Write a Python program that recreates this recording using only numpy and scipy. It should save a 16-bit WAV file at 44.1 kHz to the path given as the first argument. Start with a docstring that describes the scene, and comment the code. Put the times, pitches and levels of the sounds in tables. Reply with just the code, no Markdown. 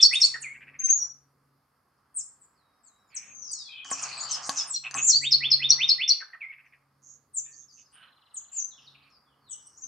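"""A wren on a post among trees: bent near-sine whistles, a loud trill of hooks and rises, then a low noise rattle.
The trill and rattle come twice; soft mixed notes, with harsh pulsed noise around them, lead into the second.
Other birds chip, whistle and churr near and far; leaves and trunks scatter the notes into a short noise tail.
Close to the microphone struck modes tick and knock, noise rustles and rumbles, and a low tone hums.
Far noise and insects lie under it all as flickering bands of noise."""
import sys
import numpy as np
from scipy import signal
from scipy.io import wavfile
from scipy.ndimage import uniform_filter1d

SR = 44100
rng = np.random.default_rng(int(sys.argv[2]) if len(sys.argv) > 2 else 0)


def master(y):
    """Save y as 16-bit WAV."""
    cut = np.clip(np.atleast_2d(y).T, -1, 1)
    pcm = np.round(cut * 32767)  # scale
    wavfile.write(sys.argv[1], SR, pcm.astype(np.int16))


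def volts_from_db(level):
    """Convert decibel levels to linear amplitude ratios."""
    exponent = np.asarray(level, float) / 20
    return 10 ** exponent


N = 435266   # samples


def rms_one(x):
    """Scale to rms 1."""
    return x / np.sqrt(np.mean(x ** 2) + 1e-20)


def at_hz(points, hz):
    """Read a table on a log-frequency axis."""
    table_hz, values = np.transpose(points)
    return np.interp(np.log(hz), np.log(table_hz), values)


def in_time(rows):
    """The columns of a curve read at every sample."""
    s, *columns = np.transpose(rows)
    return [np.interp(np.arange(N) / SR, s, column) for column in columns]


def sides(pan_db):
    """Left and right gain; the two microphones sit close, so the difference is held within 7 dB."""
    half_db = np.clip(pan_db, -7, 7) / 2
    return volts_from_db(np.array([[half_db], [-half_db]]))


def band(x, low_hz, high_hz):
    """Butterworth band-pass."""
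    sos = signal.butter(3, [low_hz, min(high_hz, .45 * SR)], "band", fs=SR, output="sos")
    return signal.sosfilt(sos, x)


def drift(rate_hz, size):
    """Random wandering of spread about 1, with a new target rate_hz times a second."""
    step = SR / rate_hz
    targets = int(size / step) + 2
    wander = np.interp(np.arange(size) / step, np.arange(targets), rng.standard_normal(targets))
    return wander * np.sqrt(1.5)   # makes up for the spread lost between targets


def stereo(mid, side, alike):
    """Two independent noises turned into left and right with the given likeness."""
    return np.sqrt(1 + alike) * mid + np.sqrt(1 - alike) * side * [[1], [-1]]


def add(out, s, sound):
    """Mix a stereo sound in at s seconds."""
    i = round(s * SR)
    a, b = max(i, 0), min(i + sound.shape[1], N)
    out[:, a:b] += sound[:, a - i:b - i]


def repeated(shape, sung):
    """One syllable laid out at every place where it is sung."""
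    s, hz, db = np.transpose(shape)
    notes = []
    for at, level_db, stretch, pan_db in sung:
        sweep = hz.min() + stretch * (hz - hz.min())
        notes.append((pan_db, np.transpose([at + s, sweep, level_db + db])))
    return notes


def bent(notes, swell):
    """Pitch bends smoothly through start, middle and end; the level swells to a peak and sinks."""
    peak, start_db, end_db, pan_db = swell
    u, peak = np.linspace(0, 1, num=9), np.clip(peak, .1, .9)
    before, after = np.clip(1 - u / peak, 0, 1), np.clip((u - peak) / (1 - peak), 0, 1)
    shape_db = -start_db * before ** 2 - end_db * after ** 2
    # parabola through the three pitches
    bend = np.array([(1 - u) * (1 - 2 * u), 4 * u * (1 - u), u * (2 * u - 1)])
    return [(pan_db, np.transpose([s + length * u, np.dot(hz, bend), db + shape_db]))
            for s, length, *hz, db in notes]


def whistles(notes, octave_db, rough, breath_db, fade_s=.004):
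    """Near sines from the syrinx with a faint octave, a fast flutter and a skirt of breath noise."""
    out = np.zeros((2, N))
    for pan_db, rows in notes:
        s, hz, db = np.transpose(rows)
        t = np.arange(s[0] - fade_s, s[-1] + fade_s, 1 / SR)
        glide = uniform_filter1d(np.interp(t, s, hz), size=90)      # muscles round the corners of a glide
        phase = 2 * np.pi * (np.cumsum(glide) / SR + rng.random())
        to_end = np.minimum(t - t[0], t[-1] - t)
        edge = np.sin(np.pi / 2 * np.clip(to_end / (2 * fade_s), 0, 1)) ** 2
        flutter = 1 + rough * drift(300, size=len(t)) + volts_from_db(breath_db) * drift(2500, size=len(t))
        tone = np.sin(phase) + volts_from_db(octave_db) * np.sin(2 * phase)
        level = volts_from_db(uniform_filter1d(np.interp(t, s, db), size=130))
        add(out, t[0], sides(pan_db) * level * edge * flutter * tone)
    return out


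def sing(notes, voice):
    """Whistles at the level heard directly, and at the level sent into the trees."""
    direct_db, scattered_db, *texture = voice
    song = whistles(notes, *texture)
    return volts_from_db(direct_db) * song, volts_from_db(scattered_db) * song


def rasps(notes, softness, skirt, pulse_hz=115, depth=.5, grain_db=1.5, cut_hz=9300):
    """Harsh sounds: noise in one resonance, chopped into uneven pulses."""
    out = np.zeros((2, N))
    for s, length, hz, width, db, pan_db in notes:
        t = np.arange(0, length, 1 / SR)
        resonance = signal.butter(1, [hz - width / 2, hz + width / 2], "band", fs=SR)
        noise = signal.lfilter(*resonance, rng.standard_normal(len(t) + 400))
        noise = band(noise, max(hz - skirt * width, 300), hz + skirt * width)
        noise = rms_one(noise[400:])   # drop the onset of the filters
        pulse = np.cumsum(pulse_hz * (1 + .2 * drift(30, size=len(t)))) / SR
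        chop = 1 + depth * np.sin(2 * np.pi * pulse)
        grain = volts_from_db(grain_db * drift(60, size=len(t)))
        swell = np.sin(np.pi * t / length) ** softness
        add(out, s, sides(pan_db) * volts_from_db(db) * swell * chop * grain * noise)
    return band(out, 500, cut_hz)


# The wren as heard from its post: direct gain in dB, scattered gain in dB, octave in dB relative to the
# whistle, flutter as a ratio, breath in dB.
WREN_VOICE = (1.5, 1.0, -54, .35, -24)
# Pitch paths of the loud syllables. Each row: seconds from its start, pitch in Hz before the stretch,
# level in dB relative to the level where it is sung.
LEAD_IN = [(-.012, 5120, -32), (-.007, 5436, -14), (-.003, 6300, -21)]
HOOK = [(0, 5050, -5.5), (.003, 5500, -0.5), (.006, 5620, 4.5), (.01, 4600, -6.5), (.015, 3980, -15),
        (.02, 4276, -4.5), (.028, 4420, -7), (.038, 4600, -4.5)]
RISE = [(0, 1900, -22), (.015, 2080, -11), (.03, 2700, -6), (.045, 3380, -3), (.056, 3660, -1),
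        (.066, 3700, -3), (.076, 3640, -10)]
PLUNGE = [(0, 8230, -19.5), (.015, 6867, -5), (.03, 5650, 2), (.045, 4530, -13.5), (.06, 4095, -14),
          (.075, 4424, -7.5), (.09, 4570, -3.5), (.11, 4634, -11.5)]
LOW_DIP = [(0, 2882, -14), (.012, 2412, -1.5), (.035, 2070, -2.5), (.065, 2150, -7.5), (.105, 2260, -12)]
# Where they are sung. Each row: start in seconds, level in dB before the voice gain, stretch of the
# sweep above its lowest pitch as a ratio, left over right in dB.
HOOKS = [(.026, -9.5, .98, -1), (.215, -11, .98, 0), (5.319, -13, 0.88, 0), (5.513, -13.5, 0.81, 0),
         (5.7, -11.5, 1.12, 1), (5.889, -13, 0.84, 0.5), (6.088, -12, 1.1, 1)]
RISES = [(0.108, -20, 1.006, -1.3), (5.215, -24.5, 1, -1.9), (5.406, -23, 0.93, -1.3),
         (5.595, -23, 0.99, -1.45), (5.782, -22, .99, -1.2), (5.983, -24, 0.93, -0.86)]
PLUNGES = [(5.074, -13, 1, 0.1)]
LOW_DIPS = [(.43, -36.5, 1.03, 1.3), (6.405, -36.5, 0.81, -0.99)]


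def wren_trill():
    """The whistles of the trill: syrinx sweeps that hook over or rise, with a plunge and low dips."""
    notes = repeated(PLUNGE, PLUNGES) + repeated(LOW_DIP, LOW_DIPS)
    notes += repeated(LEAD_IN, HOOKS) + repeated(HOOK, HOOKS) + repeated(RISE, RISES)
    return sing(notes, WREN_VOICE)


# The wren's softer voice: direct gain in dB, scattered gain in dB, octave in dB relative to the whistle,
# flutter as a ratio, breath in dB.
SOFT_WREN_VOICE = (-2.5, 0.5, -54.5, 0.95, -11)
# Each row: start in seconds, length in seconds, start pitch, middle pitch and end pitch in Hz,
# peak level in dB before the voice gain.
WREN_NOTES = [(0, 0.012, 3320, 3556, 3630, -21.5), (3.905, .03, 8670, 6950, 5430, -31.5),
              (4.015, 0.025, 9970, 7480, 4930, -33), (4.175, .02, 7750, 7977, 7500, -41),
              (4.196, .045, 6650, 6998, 7243, -33), (4.3, 0.049, 4250, 3753, 3440, -57),
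              (4.305, 0.028, 7060, 8100, 9100, -38.5), (4.455, .025, 7550, 8490, 8680, -37.5),
              (4.565, 0.058, 4250, 3616, 3260, -48), (4.565, 0.027, 5190, 5220, 5040, -32.5),
              (4.56, .05, 7077, 7040, 6960, -36.5), (4.665, .035, 8910, 8970, 8160, -44.5),
              (4.69, 0.047, 8300, 7580, 7245, -33.5), (4.73, 0.021, 3570, 3490, 3380, -53),
              (4.735, 0.043, 4380, 4226, 4200, -36), (4.735, 0.03, 5820, 5690, 5170, -29),
              (4.945, 0.045, 8380, 7360, 6000, -29.5), (5.0, 0.12, 6345, 7360, 7310, -26.5),
              (5.065, 0.03, 6850, 6500, 6000, -23.5), (5.21, 0.048, 7860, 7500, 6800, -36)]
# Share of the length at which a note peaks, start and end in dB under the peak, left over right in dB.
WREN_SWELL = (0.4, 14, 6, .6)
# Pitch paths. Each row: seconds from the start, pitch in Hz before the stretch, relative level in dB.
SWOOP = [(0, 5800, -10), (.013, 6420, -1.5), (.032, 5473, -3), (.05, 5220, -2), (.066, 5132, -11)]
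LOW_DROP = [(0, 2350, -20.5), (.008, 1980, 0.5), (.018, 1600, -3.5), (.03, 1250, -10.5)]
# Where they are sung. Each row: start in seconds, level in dB before the voice gain, stretch of the
# sweep as a ratio, left over right in dB.
SWOOPS = [(4.296, -29.5, 0.93, -1), (4.559, -26, .99, -1.1)]
LOW_DROPS = [(0.333, -36, 1.04, -0.47), (6.199, -39.5, 0.97, .8), (6.326, -43.5, .97, -0.87)]


def wren_soft_notes():
    """Short mixed whistles, swoops and low drops from the syrinx, some of them overlapping."""
    notes = bent(WREN_NOTES, WREN_SWELL) + repeated(SWOOP, SWOOPS) + repeated(LOW_DROP, LOW_DROPS)
    return sing(notes, SOFT_WREN_VOICE)


# Broad harsh noises: short rasps and longer washes of noise around the wren's notes and the ticks.
# Each row: start in seconds, length in seconds, centre in Hz, level in dB before pulsing.
RASPS = [(.01, .06, 6960, -34.5), (.201, 0.073, 7500, -38.5), (3.85, 0.049, 6340, -50),
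         (3.901, 0.22, 6100, -45), (3.994, 0.28, 7500, -56.5), (4.288, 0.091, 6100, -39),
         (4.423, 0.064, 5970, -41), (4.451, .2, 6580, -44), (4.495, 0.2, 2730, -55)]
# The low rattle that ends each song. Each row: start in seconds, level in dB before pulsing.
RATTLE = [(.54, -52.5), (.607, -51), (.669, -53), (.734, -54), (.798, -52), (.874, -51), (6.515, -53),
          (6.582, -55.5), (6.644, -59), (6.722, -61)]
RATTLE_S, RATTLE_HZ = .031, 2150   # length of one note, centre


def broad_noises_and_rattle():
    """Rasps, washes and rattle: pulsed noise with a bandwidth that is a fixed share of the centre."""
    broad = RASPS + [(s, RATTLE_S, RATTLE_HZ, db) for s, db in RATTLE]
    broad = [(s, length, hz, 0.41 * hz, db, 0.1) for s, length, hz, db in broad]
    return rasps(broad, skirt=.6, softness=0.3)


# The neighbour as heard: direct gain in dB, scattered gain in dB, octave in dB relative to the whistle,
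# flutter as a ratio, breath in dB.
NEIGHBOUR_VOICE = (-.5, 2.5, -75, .5, -40)
# Each row: start in seconds, length in seconds, start pitch, middle pitch and end pitch in Hz,
# peak level in dB before the voice gain.
NEIGHBOUR_NOTES = [(.79, .03, 6280, 6440, 6140, -33.5), (.828, .042, 6255, 6260, 5830, -23),
                   (.88, .09, 5990, 6600, 6680, -21.5), (.975, .095, 5927, 5784, 5820, -29.5)]
# Share of the length at which a note peaks, start and end in dB under the peak, left over right in dB.
NEIGHBOUR_SWELL = (0.28, 13, 14, 2)


def neighbour():
    """Another bird whistles a short run of gently bent near sines."""
    return sing(bent(NEIGHBOUR_NOTES, NEIGHBOUR_SWELL), NEIGHBOUR_VOICE)


# The chippers among the leaves: direct gain in dB, scattered gain in dB, octave in dB relative to the
# whistle, flutter as a ratio, breath in dB.
CHIPPER_VOICE = (-8.5, 7.5, -51.5, 1.91, -16)
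# Each row: start in seconds, length in seconds, start pitch, middle pitch and end pitch in Hz,
# peak level in dB before the voice gain.
CHIPPER_NOTES = [(2.145, .065, 8770, 7683, 5190, -39), (2.4, .045, 9300, 7570, 7200, -65.5),
                 (2.83, .055, 7500, 7640, 5940, -66), (3.145, .03, 8280, 6700, 5027, -42),
                 (3.51, .03, 8546, 7200, 5826, -41), (3.68, .16, 2443, 2495, 2446, -59.5),
                 (7.335, .06, 8664, 7368, 5785, -40.5), (7.915, .035, 7800, 9480, 7670, -67.5),
                 (8.338, .042, 8480, 7623, 6145, -43.5), (8.515, .09, 7184, 7200, 5730, -41.5),
                 (8.6, .055, 6624, 6100, 6416, -45), (9.49, .045, 7966, 7764, 8030, -50),
                 (9.505, .035, 7400, 6150, 6090, -48.5), (9.65, .02, 7934, 8020, 8780, -61),
                 (9.77, .02, 6434, 6940, 6200, -55), (9.8, .06, 7500, 6200, 6620, -50.5)]
# Share of the length at which a note peaks, start and end in dB under the peak, left over right in dB.
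CHIPPER_SWELL = (0.72, 9.8, 8.8, 1.5)
# Pitch path. Each row: seconds from the start, pitch in Hz before the stretch, relative level in dB.
CHIP = [(0, 8540, -11.5), (.01, 9830, -10.5), (.018, 8100, -3.5), (.026, 6440, -2), (.032, 5630, -17.5)]
# Each row: start in seconds, level in dB before the voice gain, stretch as a ratio, left over right
# in dB.
CHIPS = [(0.126, -35.5, 0.94, 3), (.228, -35.5, 0.85, 0.5), (0.398, -50.5, 1.01, -3.5)]


def chippers():
    """Short rough whistles, mostly high, with more scattered than direct sound."""
    return sing(bent(CHIPPER_NOTES, CHIPPER_SWELL) + repeated(CHIP, CHIPS), CHIPPER_VOICE)


# Narrow hoarse calls from several sides. Each row: start in seconds, length in seconds, centre in Hz,
# level in dB before pulsing, left over right in dB before the 7 dB limit.
CHURRS = [(3.097, 0.25, 2300, -58, -6), (3.896, 0.33, 2500, -49, -9), (4.019, 0.4, 4530, -44.5, 14),
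          (4.242, 0.21, 3040, -51.5, -9), (4.837, 0.048, 2600, -37.5, -1), (4.96, 0.048, 2580, -35, -1),
          (7.018, 0.16, 6480, -55, -11.5), (7.432, .091, 2450, -70.5, -3.5), (7.498, .17, 6410, -54, -7),
          (7.702, .14, 6240, -59, -10.5), (7.763, 0.066, 2740, -70.5, 3), (7.668, 0.32, 4890, -74.5, 2.7),
          (7.913, .22, 1462, -63.5, -5.5), (7.92, 0.19, 2937, -61.5, -2.5), (8.52, 0.12, 4800, -66.5, -4.2),
          (8.491, 0.16, 2770, -69, -0.5), (8.785, .1, 3270, -67, -3), (8.96, 0.17, 2550, -70.5, -11.5),
          (8.681, 0.27, 5360, -66, -1), (9, 0.19, 4370, -75, -0.5), (9.563, 0.43, 5810, -62.5, 0)]


def churrs():
    """Hoarse calls: pulsed noise in a throat resonance 303 Hz wide."""
    narrow = [(s, length, hz, 303, db, pan_db) for s, length, hz, db, pan_db in CHURRS]
    return rasps(narrow, skirt=3.44, softness=0.81)


# The faint birds as heard: direct gain in dB, scattered gain in dB, octave in dB relative to the
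# whistle, flutter as a ratio, breath in dB.
FAINT_VOICE = (-5.0, -3.0, -55, .3, -28)
# Each row: start in seconds, length in seconds, start pitch, middle pitch and end pitch in Hz,
# peak level in dB before the voice gain.
FAINT_NOTES = [(1.045, .03, 4700, 4750, 4720, -58.5), (2.64, 0.23, 3884, 3807, 3780, -77.5),
               (2.9, 0.19, 3750, 3885, 3740, -73.5), (3.07, .05, 7350, 6950, 6590, -70.5),
               (9.025, 0.021, 4800, 4200, 3630, -62), (9.098, 0.011, 7800, 6480, 5200, -73.5),
               (6.65, .05, 6420, 5650, 5040, -78), (7.45, 0.019, 3580, 3575, 3520, -61),
               (7.46, 0.069, 1790, 1780, 1825, -59), (7.53, 0.019, 4540, 4560, 4700, -55),
               (7.62, .02, 3670, 3540, 3550, -67), (7.68, 0.05, 5600, 4720, 4690, -53),
               (7.8, .02, 3600, 3540, 3500, -71), (7.855, .015, 5570, 5200, 4800, -56)]
# Share of the length at which a note peaks, start and end in dB under the peak, left over right in dB.
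FAINT_SWELL = (0.16, 5, 6.2, 2.5)
# Pitch paths. Each row: seconds from the start, pitch in Hz before the stretch, relative level in dB.
FAR_DROP = [(0, 4135, 1), (.008, 4060, 1), (.02, 2800, 7)]
FAINT_FALL = [(0, 5300, 6), (.03, 4420, 8), (.08, 3800, 4), (.14, 3730, -13.5)]
FAINT_ARCH = [(0, 4500, -6), (.01, 5500, 0), (.06, 5530, -4), (.085, 4800, -2.5)]
# Each row: start in seconds, level in dB before the voice gain, stretch as a ratio, left over right
# in dB.
FAINT_FALLS = [(2.55, -81, 1.01, -3.5), (2.84, -78, .95, 1.8), (3.09, -72, 1.05, .2)]
FAINT_ARCHES = [(2.73, -75, 1.01, 3.5), (2.98, -75, .99, 6)]
# First and last note of the far trill, level in dB before the voice gain.
FAR_TRILL_SWELL = (-65, -66)
FAR_TRILL_S, FAR_TRILL_GAP_S, FAR_TRILL_NOTES = 8.027, .0455, 11   # start, spacing, count


def faint_birds():
    """Faint bent whistles, falls and arches, and a far trill of evenly spaced drops."""
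    levels = np.linspace(*FAR_TRILL_SWELL, num=FAR_TRILL_NOTES)
    trill = [(FAR_TRILL_S + k * FAR_TRILL_GAP_S, db, 1, 2.5) for k, db in enumerate(levels)]
    notes = bent(FAINT_NOTES, FAINT_SWELL) + repeated(FAR_DROP, trill)
    notes += repeated(FAINT_FALL, FAINT_FALLS) + repeated(FAINT_ARCH, FAINT_ARCHES)
    return sing(notes, FAINT_VOICE)


# Left-right likeness of the echoes. Each row: frequency in Hz, likeness as a ratio.
SCATTER_LIKENESS = [(1000, .75), (2500, .72), (4500, .45), (8000, .05)]
# Decay of the echoes. Each row: frequency in Hz, time to fall 60 dB in seconds.
SCATTER_T60 = [(1500, 0.49), (4500, 0.29), (9000, 0.34)]


def scatter(x, near_db=14.5, near_s=0.0086, bend=1.166):
    """Echoes: a strong cluster from ground and close branches, then noise from far leaves that dies by band."""
    t = np.arange(SR * 7 // 10) / SR
    white, edges, tail = rng.standard_normal((2, len(t))), np.geomspace(400, 16000, num=9), 0
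    for low, high in zip(edges, edges[1:]):
        hz = np.sqrt(low * high)
        both = stereo(*band(white, low, high), at_hz(SCATTER_LIKENESS, hz))
        tail = tail + both * volts_from_db(-60 * (t / at_hz(SCATTER_T60, hz)) ** bend)
    tail = tail * (1 + volts_from_db(near_db) * np.exp(-t / near_s)) * np.clip(t / 0.005, 0, 1)
    tail = tail / np.sqrt(np.sum(tail ** 2) / 2)   # unit energy a side, on average
    return signal.fftconvolve(x, tail, axes=1)[:, :N]


# The far birds as heard: direct gain in dB, scattered gain in dB, octave in dB relative to the whistle,
# flutter as a ratio, breath in dB.
FAR_VOICE = (-10.0, 0.0, -55, .35, -26)
# Each row: start in seconds, length in seconds, start pitch, middle pitch and end pitch in Hz,
# peak level in dB before the voice gain.
FAR_NOTES = [(8.705, .035, 4310, 3610, 3296, -50), (8.775, .015, 3346, 2980, 2585, -51),
             (8.86, 0.029, 4920, 3880, 3460, -49.5), (8.945, 0.0047, 3480, 2804, 2350, -43.5),
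             (9.1, 0.084, 5590, 4940, 4580, -60), (9.25, .09, 3630, 3196, 2870, -70),
             (9.4, .06, 4580, 4480, 4140, -71), (9.46, 0.1, 4286, 3155, 2946, -55)]
# Share of the length at which a note peaks, start and end in dB under the peak, left over right in dB.
FAR_SWELL = (0.45, 6.2, 5, 1)
# Downward pitch path. Each row: seconds from the start, pitch in Hz before the stretch, relative level
# in dB.
SLIDE = [(0, 6760, -12), (.08, 6420, -5.5), (.17, 5990, 0.5), (.25, 4940, 2.5), (.32, 4115, -6),
         (.4, 3462, -8.5), (.5, 3094, -2), (.54, 2970, 1)]
# The slide and its strong echo. Each row: start in seconds, level in dB before the voice gain, stretch
# as a ratio, left over right in dB.
SLIDE_AND_ECHO = [(3.25, -44, .99, 7), (3.347, -42.5, 1.01, 0.3)]


def far_birds():
    """Far whistles and one long downward slide with a strong echo a tenth of a second later."""
    notes = bent(FAR_NOTES, FAR_SWELL) + repeated(SLIDE, SLIDE_AND_ECHO)
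    direct, send = sing(notes, FAR_VOICE)
    # their echoes start in a strong cluster, hold, then drop away quickly
    return direct + scatter(send, near_db=15.0, bend=2.02)


def struck(blows, modes, below_db):
    """Each blow rings every mode with a strength of its own."""
    out, starts = np.zeros(N), [round(s * SR) for s, db in blows]
    blow_db = np.array(blows)[:, 1]
    for hz, db, t60 in modes:
        strength_db = blow_db + db + below_db + rng.normal(0, 2.5, len(starts))
        clicks = np.full(N, 1e-18)   # a trace of input keeps the filter off vanishingly small numbers
        clicks[starts] = volts_from_db(strength_db) * rng.choice([-1, 1], len(starts))
        r, w = volts_from_db(-60 / (t60 * SR)), 2 * np.pi * hz / SR   # decay and turn per sample
        out += signal.lfilter([0, np.sin(w)], [1, -2 * r * np.cos(w), r * r], clicks)
    return out


# Ticks and knocks close to the microphone. 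Each row: start in seconds, level in dB before the mode gains.
TICKS = [(3.8467, -31.5), (3.903, -30), (4.4943, -9.5), (4.9111, -23), (4.9426, -17.5)]
KNOCKS = [(3.852, -39), (3.915, -24.5), (4.492, -25.5), (4.949, -27)]
# What they ring. Each row: frequency in Hz, relative level in dB, time to fall 60 dB in seconds.
TICK_MODES = [(1760, -9, 0.017), (2946, -13, 0.0073), (4800, 4, 0.005), (6200, -2.5, 0.023),
              (7500, -10.5, 0.011), (9250, -1.5, 0.0025)]
KNOCK_MODES = [(277, -22, 0.35), (800, -2.5, 0.036), (1100, -1.5, 0.074), (1680, 7, 0.0067)]


def close_taps():
    """Ticks and duller knocks: impulses ringing short damped modes, equal on both sides."""
    taps = struck(TICKS, TICK_MODES, below_db=-7.5) + struck(KNOCKS, KNOCK_MODES, below_db=-6)
    return band(taps, 120, 10000)


# Left-right likeness of noise at the microphones. Each row: frequency in Hz, likeness as a ratio.
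LIKENESS = [(40, .9), (130, .97), (300, .88), (550, .65), (1100, .8), (2500, .75), (5000, .5), (9000, .15)]


def coloured_noise(spectrum, patchy_db):
    """Third-octave bands of stereo noise, each with its own level, flicker and likeness; rms 1."""
    out, white = 0, rng.standard_normal((2, 2, N))
    lowest, highest = spectrum[0][0], spectrum[-1][0]
    edges = lowest * 2 ** np.arange(0, np.log2(highest / lowest) + .2, 1 / 3)
    for k, (low, high) in enumerate(zip(edges, edges[1:])):
        mid, side = band(white[k % 2], low, high)   # neighbouring bands use different noise
        hz = np.sqrt(low * high)
        alike = np.clip(at_hz(LIKENESS, hz), -1, 1)
        gain = volts_from_db(at_hz(spectrum, hz) + patchy_db * drift(13, size=N))
        out = out + gain * stereo(mid, side, alike)
    return rms_one(out)


# Level of the rustle close by. Each row: time in seconds, level in dB.
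RUSTLING = [(0.0, -65), (0.24, -59.5), (0.49, -71.5), (1.07, -64), (1.13, -75.5), (3.82, -68),
            (3.85, -65.5), (3.93, -43), (3.96, -54), (4.07, -40.5), (4.09, -49.5), (4.26, -45.5),
            (4.34, -49), (4.37, -44), (4.7, -51), (4.81, -82), (4.86, -47.5), (4.92, -62.5), (4.95, -37.5),
            (5.14, -74), (5.33, -70.5), (5.47, -60), (5.66, -67.5), (5.74, -53), (6.13, -73), (6.21, -70.5),
            (6.32, -73), (7.78, -77.5), (8.03, -69), (9.87, -71)]
# Colour of the rustle. Each row: frequency in Hz, relative level in dB per Hz.
RUSTLE = [(210, -50.5), (350, -28), (538, -20), (809, -5), (881, -8), (1210, -2.5), (1600, -11.5),
          (2200, -17.5), (2860, -34.5), (4840, -120)]
# Levels at the low end. Each row: time in seconds, hum in dB before its waver, rumble in dB.
LOW_END = [(0.0, -85.5, -80), (0.11, -66.5, -71.5), (0.66, -67.5, -68), (1.26, -73, -76),
           (1.56, -73.5, -75.5), (1.62, -83, -78.5), (2.5, -81, -77), (2.89, -100, -79.5),
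           (3.41, -79, -67.5), (3.71, -88, -76), (4.07, -66.5, -65), (4.7, -71.5, -71), (4.92, -65.5, -80),
           (4.97, -55, -52.5), (5.03, -56.5, -65), (5.74, -53, -62), (6.24, -86, -85.5), (7.09, -73, -75.5),
           (8.55, -88.5, -78.5), (8.93, -67.5, -73.5), (9.23, -86, -76.5), (9.46, -74.5, -74.5),
           (9.81, -89, -75), (9.87, -72, -67)]
# Colour of the rumble. Each row: frequency in Hz, relative level in dB per Hz.
RUMBLE = [(38, -23.5), (50, -9.5), (65, -4.5), (85, -5), (155, -8), (214, -5), (260, -4.5), (310, -11.5),
          (420, -10.5), (600, -10.5)]
# Overtones of the hum. Each row: multiple of its pitch, level in dB relative to the fundamental.
HUM_OVERTONES = [(2.0, -12), (3.0, -24)]
HUM_HZ = 138.2   # mean pitch


def close_noises():
    """A wavering hum, low rumble and a rustle near the microphone."""
    (hum_db, rumble_db), (rustle_db,) = in_time(LOW_END), in_time(RUSTLING)
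    phase = 2 * np.pi * np.cumsum(HUM_HZ * (1 + 0.0013 * drift(21, size=N))) / SR
    overtones = sum(volts_from_db(db) * np.sin(k * phase) for k, db in HUM_OVERTONES)
    hum = np.sqrt(2) * (np.sin(phase) + overtones)
    hum = volts_from_db(hum_db + 1.5 * drift(9.7, size=N)) * hum
    rumble = volts_from_db(rumble_db) * coloured_noise(RUMBLE, patchy_db=1.4)
    rustle = volts_from_db(rustle_db) * coloured_noise(RUSTLE, patchy_db=0.5) * sides(-1.7)
    return hum + rumble + rustle


# Colour of the background. Each row: frequency in Hz, relative level in dB per Hz.
AIR = [(1700, -12.5), (2000, -21.5), (2900, -18), (3900, -19.5), (4500, -8.5), (5300, -15.5), (7000, -26),
       (9000, -17), (11000, -15.5), (14000, -19), (16000, -28.5)]
AIR_DB = -80.5   # rms


def far_noise_and_insects():
    """The bed under it all: steady noise whose bands flicker slightly."""
    return volts_from_db(AIR_DB) * coloured_noise(AIR, patchy_db=1.2)


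def scene():
    """Direct sound of each source, its scattered tail, then the background."""
    direct, send = np.zeros((2, N)), np.zeros((2, N))
    for singer in [wren_trill, wren_soft_notes, neighbour, chippers, faint_birds]:
        heard, scattered = singer()
        direct, send = direct + heard, send + scattered
    harsh = broad_noises_and_rattle() + churrs()
    taps = close_taps()
    send = send + volts_from_db(-4) * harsh + volts_from_db(-7) * taps
    near = direct + harsh + taps + scatter(send)
    return near + far_birds() + close_noises() + far_noise_and_insects()


def top_cut(x):
    """Nothing passes above the cut-off."""
    return signal.sosfilt(signal.butter(12, 15700, fs=SR, output="sos"), x)


def record(dry):
    """The finished stereo mix as it is kept."""
    return top_cut(dry)


dry = scene()
out = record(dry)
master(out)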